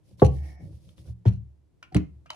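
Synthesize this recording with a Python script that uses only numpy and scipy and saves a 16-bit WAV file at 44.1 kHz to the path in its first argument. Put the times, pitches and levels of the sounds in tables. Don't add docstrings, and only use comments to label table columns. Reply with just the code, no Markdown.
import sys
import numpy as np
from scipy import signal
from scipy.fft import rfft, irfft
from scipy.io import wavfile
from scipy.ndimage import uniform_filter1d

SR = 44100
rng = np.random.default_rng(int(sys.argv[2]) if len(sys.argv) > 2 else 0)


def volts(x):
    e = np.asarray(x, float) / 20
    return 10 ** e


def dump_mix(stems):
    frames = np.atleast_2d(stems).T
    limited = np.clip(frames, -1, 1)
    pcm = np.round(limited * 32767).astype(np.int16)
    wavfile.write(sys.argv[1], SR, pcm)


N = 103635

PORTS = np.array([[.5], [-.5]])
CLICK_TURN_RAD = 1.62


def blows():
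    # (time [s], ring level [dB], push length [ms], travel at 100 Hz [ms],
    # first wave level [dB])
    contacts_a = [
        (.2145, 2.5, 1.334, 15, -1),
        (.230, -9, 3.5, 10.4, -8),
        (.256, -17.5, 3.5, 15, -14),
    ]
    contacts_b = [
        (1.2505, -11.5, 1.44, 10.96, -42),
        (1.2595, -4.5, 3.85, 10.86, -28),
        (1.2685, -29, 6.6, 10.4, -28),
    ]
    contacts_c = [
        (1.940, -17.5, 1.65, 16.98, -38),
        (1.947, -11.5, 2.27, 17.54, -4),
    ]
    # (frequency [Hz], level [dB], time to fade 60 dB [s])
    modes_a = [(70.4, -17, 0.67), (131, -15.5, 0.45), (175, -23.5, 0.34), (105.7, -8, 0.12),
               (402, -24.5, 0.1098), (418.5, 1, 0.06), (511.6, -3.5, 0.08), (720, 7, 0.028),
               (822, -0.5, 0.09), (1052, -14.5, 0.054), (1127.5, -1.5, 0.1), (1560, -24, .05),
               (1670, -20.5, .03)]
    modes_b = [(70.63, -19, 0.65), (115, 3, 0.087), (106.8, -13, 0.33), (131, -23, 0.46), (185.5, -9, 0.29),
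               (219.3, -23.5, 0.26), (356, -3.5, 0.038), (497, -18, 0.14), (634, -4.5, 0.031),
               (922, -5, 0.08)]
    modes_c = [(70.3, -15, 0.65), (102.5, -7, 0.14), (152, -20, 0.42), (187.8, 3, 0.18), (257, -7.5, 0.18),
               (299.6, 2, 0.14), (395, -14, 0.22), (500, -3, 0.11), (570, -4.5, 0.035), (745.5, 2.5, 0.071),
               (1074, -7.5, .06)]
    first = bench(contacts_a, modes_a, (0.31, 1.51, -19.5))
    second = bench(contacts_b, modes_b, (2.1, 2.2, 0.9))
    third = bench(contacts_c, modes_c, (.4, 2.42, -14))
    return first + second + third


def bumps():
    # (time [s], level [dB], push length [ms])
    touches = [(.005, -71, 7.4), (0.108, -49.5, 0.92), (0.191, -48, 1), (0.603, -41, 1.97),
               (0.688, -43, 2.4), (0.719, -35.5, 5.6), (.975, -43.5, 4.2), (1.048, -34, 9.3),
               (1.075, -31, 4.3), (2.134, -50.5, 2.25), (1.92, -35, 2.4), (1.932, -38.5, 3.5),
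               (2.267, -61, 1.9)]
    # (frequency [Hz], level [dB], time to fade 60 dB [s])
    soft_modes = [(74.6, 6.5, 0.17), (115, 0, 0.41), (180, -11.5, 1), (329.1, -1, 0.041), (533, -7, .1),
                  (800, -22, .06)]
    contacts = [(s, db, push_ms, 8, db - 1.0) for s, db, push_ms in touches]
    return bench(contacts, soft_modes, (.1, 0.46, -11))


def bench(contacts, modes, side):
    t = np.arange(1, int(.8 * SR)) / SR
    out = np.zeros((2, N))
    luck = rng.standard_normal((len(modes), 3))
    for s, ring_db, push_ms, travel_ms, wave_db in contacts:
        bend = 100 * (travel_ms / 1000) ** 2
        x = bending_wave(t, bend, push_ms, wave_db, side)
        for mode, chance in zip(modes, luck):
            ring = bench_mode(t, bend, push_ms, ring_db, mode, chance, side)
            x[:, :ring.shape[1]] += ring
        x += bench_blur(t, push_ms, travel_ms, wave_db + side[2])
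        add(out, x, s)
    return out


def softness(hz, push_ms):
    return 1 / (1 + (hz * push_ms / 1000) ** 2) ** 2


def bending_wave(t, bend, push_ms, wave_db, side):
    pan_db, turn_rad, _ = side
    hz = np.minimum(bend / t ** 2, SR / 4)
    level = volts(wave_db + PORTS * pan_db) * softness(hz, push_ms) ** 2
    bass_limit = np.exp(-(69.4 / hz) ** 2)
    gap = PORTS * turn_rad * np.tanh(hz / 500)
    return level * bass_limit * np.sin(2 * np.pi * bend / t + gap)


def bench_mode(t, bend, push_ms, ring_db, mode, chance, side):
    mode_pan_db, twin_spread, twin_db = -1.5, 0.08, -2
    hz, db, t60 = mode
    pan, turn, twin = chance
    length = int(min(t60, .75) * SR) + 2000
    u = np.maximum(t[:length] - np.sqrt(bend / hz), 0)
    gap = PORTS * (side[1] + 0.1 * turn) * np.tanh(hz / 500)
    shape = softness(hz, push_ms) * (1 - np.exp(-u * hz * 1.1)) * decay(u, t60)
    turns = 2 * np.pi * hz * u
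    tone = np.sin(turns + gap)
    twin_ratio = 1 + twin_spread * np.tanh(3 * twin)
    tone = tone + volts(twin_db - 25 * u / t60) * np.sin(turns * twin_ratio - gap)
    return volts(ring_db + db + PORTS * (side[0] + mode_pan_db * pan)) * shape * tone


def bench_blur(t, push_ms, travel_ms, level_db):
    late = np.maximum(t - travel_ms / 2000, 0)
    noise = wide(.7)[:, :len(t)]
    dull = band(band(noise, 487 / np.sqrt(push_ms), 500), 410, 810)
    return volts(level_db) * (1 - np.exp(-late / 0.0026)) * decay(late, 0.11) * dull


def clicks():
    # (time [s], peak level [dB], tone [Hz], left-right level [dB], time to fade 60 dB [s])
    hits = [(.197, -43, 3940, 2.5, 0.045), (0.2196, -58, 1500, -8, 0.082), (0.22, -46, 3100, -1, 0.21),
            (.385, -54.5, 1900, 1, 0.03), (0.437, -57, 2240, 0.5, 0.099), (0.8901, -51, 3500, 2, 0.023),
            (.9796, -53, 3460, 3, .06), (1.075, -59, 1500, 0, 0.026), (1.253, -47.5, 1930, -2, 0.088),
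            (1.2586, -45.5, 3340, 3.5, 0.1), (1.2782, -46, 2840, 14, 0.05), (1.8266, -36, 1470, 0.5, 0.021),
            (1.8276, -44.5, 5550, 6, 0.017), (1.828, -48, 2590, 0.5, .12), (1.923, -51, 790, -1, 0.072),
            (1.9459, -21, 8900, 1, 0.019), (1.948, -36, 4200, 4.5, 0.075), (1.964, -28, 2150, 0, 0.035),
            (1.965, -28.5, 6430, -2, 0.023), (2.2596, -49, 1580, 3, 0.04), (2.2635, -59.5, 2630, 1, 0.087),
            (2.3032, -24, 4400, -6, 0.0089), (2.3043, -23, 1050, 3.5, 0.02)]
    # (frequency [Hz], level [dB], time to fade 60 dB [s])
    steel_modes = [(630, -8.5, 0.13), (1050, -10, .06), (1500, -9, .06), (2303, -4.5, 0.12),
                   (2960, -4.5, 0.11), (4400, -21.5, 0.032), (6600, -15.5, 0.066), (8600, -24, .03)]
    # (frequency [Hz], level [dB])
    crack_air = [(500, -12.5), (1000, 3.5), (2500, -1.5), (6000, -9), (7700, -18), (10500, -20),
                 (12700, -36.5), (14800, -20), (16300, -41)]
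    steel_db, steel_shorten, crack_db, tint = -1.5, 0.15, -6, 4.2
    u = np.arange(8192) / SR
    out = np.zeros((2, N))
    for s, db, hz, pan_db, t60 in hits:
        noise = colour(rng.standard_normal(len(u)), crack_air)
        tinted = band(band(noise, hz, hz / 3), hz, hz / 3)
        snap = 1 + 2.0 * np.exp(-u / 0.00098)
        crack = (noise * snap + tint * tinted) * decay(u, t60)
        ring = np.zeros(len(u))
        for f, mode_db, mode_t60 in steel_modes:
            chance = rng.standard_normal()
            near_db = -3.7 * abs(np.log2(f / hz))
            tone = np.sin(2 * np.pi * f * (1 + chance / 100) * u)
            ring += volts(mode_db + 3.8 * chance + near_db) * decay(u, steel_shorten * mode_t60) * tone
        both = (1 - np.exp(-u / 0.0011)) * (volts(crack_db) * crack + volts(steel_db) * ring)
        add(out, pair(volts(db) * both, pan_db, CLICK_TURN_RAD), s)
    return out


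def rattles():
    # (start [s], length [s], level [dB])
    chatter = [
        (.228, 0.013, -50),
        (.24, 0.032, -39.5),
        (.27, 0.0091, -63),
        (1.256, 0.042, -48.5),
        (1.29, 0.095, -68),
        (1.964, 0.013, -43),
        (2.308, 0.085, -57.5),
    ]
    loose_tones = [2820, 4200, 5880, 10400]
    # (frequency [Hz], level [dB])
    loose_air = [(500, -20.5), (1200, -3.5), (2800, -7.5), (6000, -13), (8000, -12), (10800, -19),
                 (12700, -44.5), (14800, -23), (16300, -43.5)]
    grains = wide(-0.012) * volts(7.3 * walk(300))
    ringing = sum(7.5 * band(grains, hz, hz / 9) for hz in loose_tones)
    return strokes(chatter, index=2) * colour(grains + ringing, loose_air)


def pings():
    # (time [s], level [dB], frequency [Hz], time to fade 60 dB [s])
    nudges = [(.112, -39, 194, 0.081), (.191, -51.5, 1013, 0.18), (0.617, -41, 231, 0.16),
              (0.63, -65, 317, 0.09), (1.252, -50.5, 1430, 0.13), (1.255, -57, 1990, .05),
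              (1.826, -55, 590, 0.054), (1.919, -36, 754, 0.057), (1.963, -54, 2200, 0.11),
              (1.964, -55, 1380, .05), (2.258, -45, 680, .04), (2.258, -49, 1251, .05),
              (2.294, -48, 3010, 0.18), (2.302, -29.5, 3030, 0.065), (2.304, -39, 1223, .035),
              (2.307, -41, 620, 0.091), (2.312, -57.5, 2630, 0.17), (2.335, -46, 720, 0.14)]
    rise_cycles, pan_db, rough_db, pitch_wobble = 2.5, -0.5, 6, 0.03
    u = np.arange(8192) / SR
    out = np.zeros((2, N))
    flutter, wobble = walk(180), walk(140)
    for s, db, hz, t60 in nudges:
        at = np.minimum(int(s * SR) + np.arange(len(u)), N - 1)
        turns = 2 * np.pi * hz * np.cumsum(1 + pitch_wobble * wobble[at]) / SR
        ring = (1 - np.exp(-u * hz / rise_cycles)) * decay(u, t60) * np.sin(turns)
        rough = volts(db + rough_db * flutter[at]) * ring
        add(out, pair(rough, pan_db, CLICK_TURN_RAD * np.tanh(hz / 500)), s)
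    return out


def rubbing():
    # (start [s], length [s], hiss level [dB], bench rumble level [dB])
    slides = [(.03, 0.14, -71.5, -56), (.17, 0.13, -59, -45), (.29, 0.13, -63, -42.5),
              (.39, 0.18, -64.5, -46), (.58, 0.15, -71, -41.5), (.7, 0.1, -70, -51),
              (.78, 0.189, -69.5, -52), (.96, 0.077, -65, -49), (1.02, 0.12, -66.5, -46.5)]
    # (frequency [Hz], level [dB])
    rub_air = [(1650, -20), (2800, -13), (5520, -11), (7440, -18.5), (10600, -12.5), (12000, -21),
               (12600, -34), (13800, -18.5), (16000, -38)]
    # (frequency [Hz], level [dB])
    rub_wood = [(18, -39.5), (30, -34.5), (75, -0.5), (170, -4), (256, -22), (322, -12.5), (418, -29.5),
                (526, -20), (1500, -71), (1950, -74), (3300, -120)]
    hiss = strokes(slides, index=2) * colour(wide(.1) * volts(2 * walk(200)), rub_air)
    rumble = strokes(slides, index=3) * colour(wide(0.62), rub_wood)
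    return hiss + rumble


def cable_drag():
    # (time [s], level [dB])
    drag_level = [
        (.3, -79),
        (.385, -71),
        (.45, -64),
        (.55, -68.5),
        (.62, -69),
        (.68, -82),
    ]
    # (frequency [Hz], width [Hz], level [dB])
    jacket = [(700, 230, 5), (1845, 184, 3), (2200, 120, 3), (5480, 500, -11)]
    grit = wide(0.073) * volts(3.2 * walk(89.54))
    t = np.arange(N) / SR
    inside = (t > drag_level[0][0]) & (t < drag_level[-1][0])
    body = sum(volts(db) * band(band(grit, hz, width), hz, width) for hz, width, db in jacket)
    return 8 * inside * volts(curve(drag_level)) * body


def room(x):
    low_t60, top_t60, room_db = 0.26, 0.06, -9
    u = np.arange(int(.6 * SR)) / SR
    noise = rng.standard_normal((2, len(u)))
    low = signal.lfilter([.2], [1, -.8], noise)
    tail = low * decay(u, low_t60) + (noise - low) * decay(u, top_t60)
    tail = tail * (u > .006) / np.sqrt(np.sum(tail ** 2) / 2)
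    return volts(room_db) * signal.fftconvolve(x, tail, axes=1)[:, :N]


def quiet_floor():
    # (frequency [Hz], level [dB])
    floor_air = [(15, -9), (25, 6.5), (134, 3), (229, -12), (309, -5.5), (450, -15.5), (962, -26),
                 (1400, -32), (10500, -42), (12500, -47), (16000, -61)]
    return volts(-59.5 + 1.5 * walk(9.6)) * colour(wide(0.25), floor_air)


def decay(u, t60):
    return np.exp(-np.log(1000) * u / t60)


def colour(x, points):
    p, n = np.array(points, float), x.shape[-1]
    log_hz = np.log(np.fft.rfftfreq(n, 1 / SR) + 1)
    gain = volts(np.interp(log_hz, np.log(p[:, 0]), p[:, 1], left=-70, right=-70))
    y = irfft(rfft(x) * gain, n)
    return y / np.sqrt(np.mean(y ** 2))


def band(x, hz, width):
    return signal.lfilter(*signal.iirpeak(hz, hz / width, fs=SR), x)


def walk(rate):
    k = int(SR / rate)
    steps = np.repeat(rng.standard_normal(N // k + 1), k)
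    return 0.64 * uniform_filter1d(uniform_filter1d(steps, k), k)[:N]


def curve(points, index=1):
    p = np.array(points, float)
    return np.interp(np.arange(N) / SR, p[:, 0], p[:, index])


def strokes(rows, index):
    t = np.arange(N) / SR
    total = np.zeros(N)
    for row in rows:
        progress = np.clip((t - row[0]) / row[1], 0, 1)
        total += volts(row[index]) * np.abs(np.sin(np.pi * progress)) ** 0.92
    return total


def pair(x, pan_db, turn_rad):
    turned = signal.hilbert(x) * np.exp(-1j * PORTS * turn_rad)
    return volts(PORTS * pan_db) * turned.real


def wide(likeness):
    mid, side = rng.standard_normal((2, N))
    c = np.clip(likeness, -1, 1)
    return np.sqrt(1 + c) * mid + np.sqrt(1 - c) * side * np.array([[1], [-1]])


def add(out, x, s):
    i = int(s * SR)
    out[:, i:i + x.shape[1]] += x[:, :max(N - i, 0)]


def scene():
    wood = blows() + bumps()
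    steel = clicks() + rattles() + pings()
    rubs = rubbing() + cable_drag()
    return wood + steel + rubs + room(steel + volts(-5.5) * wood) + quiet_floor()


def roll_off(x):
    return signal.sosfilt(signal.butter(12, 16620, fs=SR, output="sos"), x)


def record(dry):
    mic_low_hz, mic_gain_db, ceiling = 51, -1, .95
    low_cut = signal.sosfilt(signal.butter(4, mic_low_hz, "high", fs=SR, output="sos"), dry)
    mix = ceiling * np.tanh(volts(mic_gain_db) * low_cut / ceiling)
    return roll_off(mix)


dry = scene()
out = record(dry)
dump_mix(out)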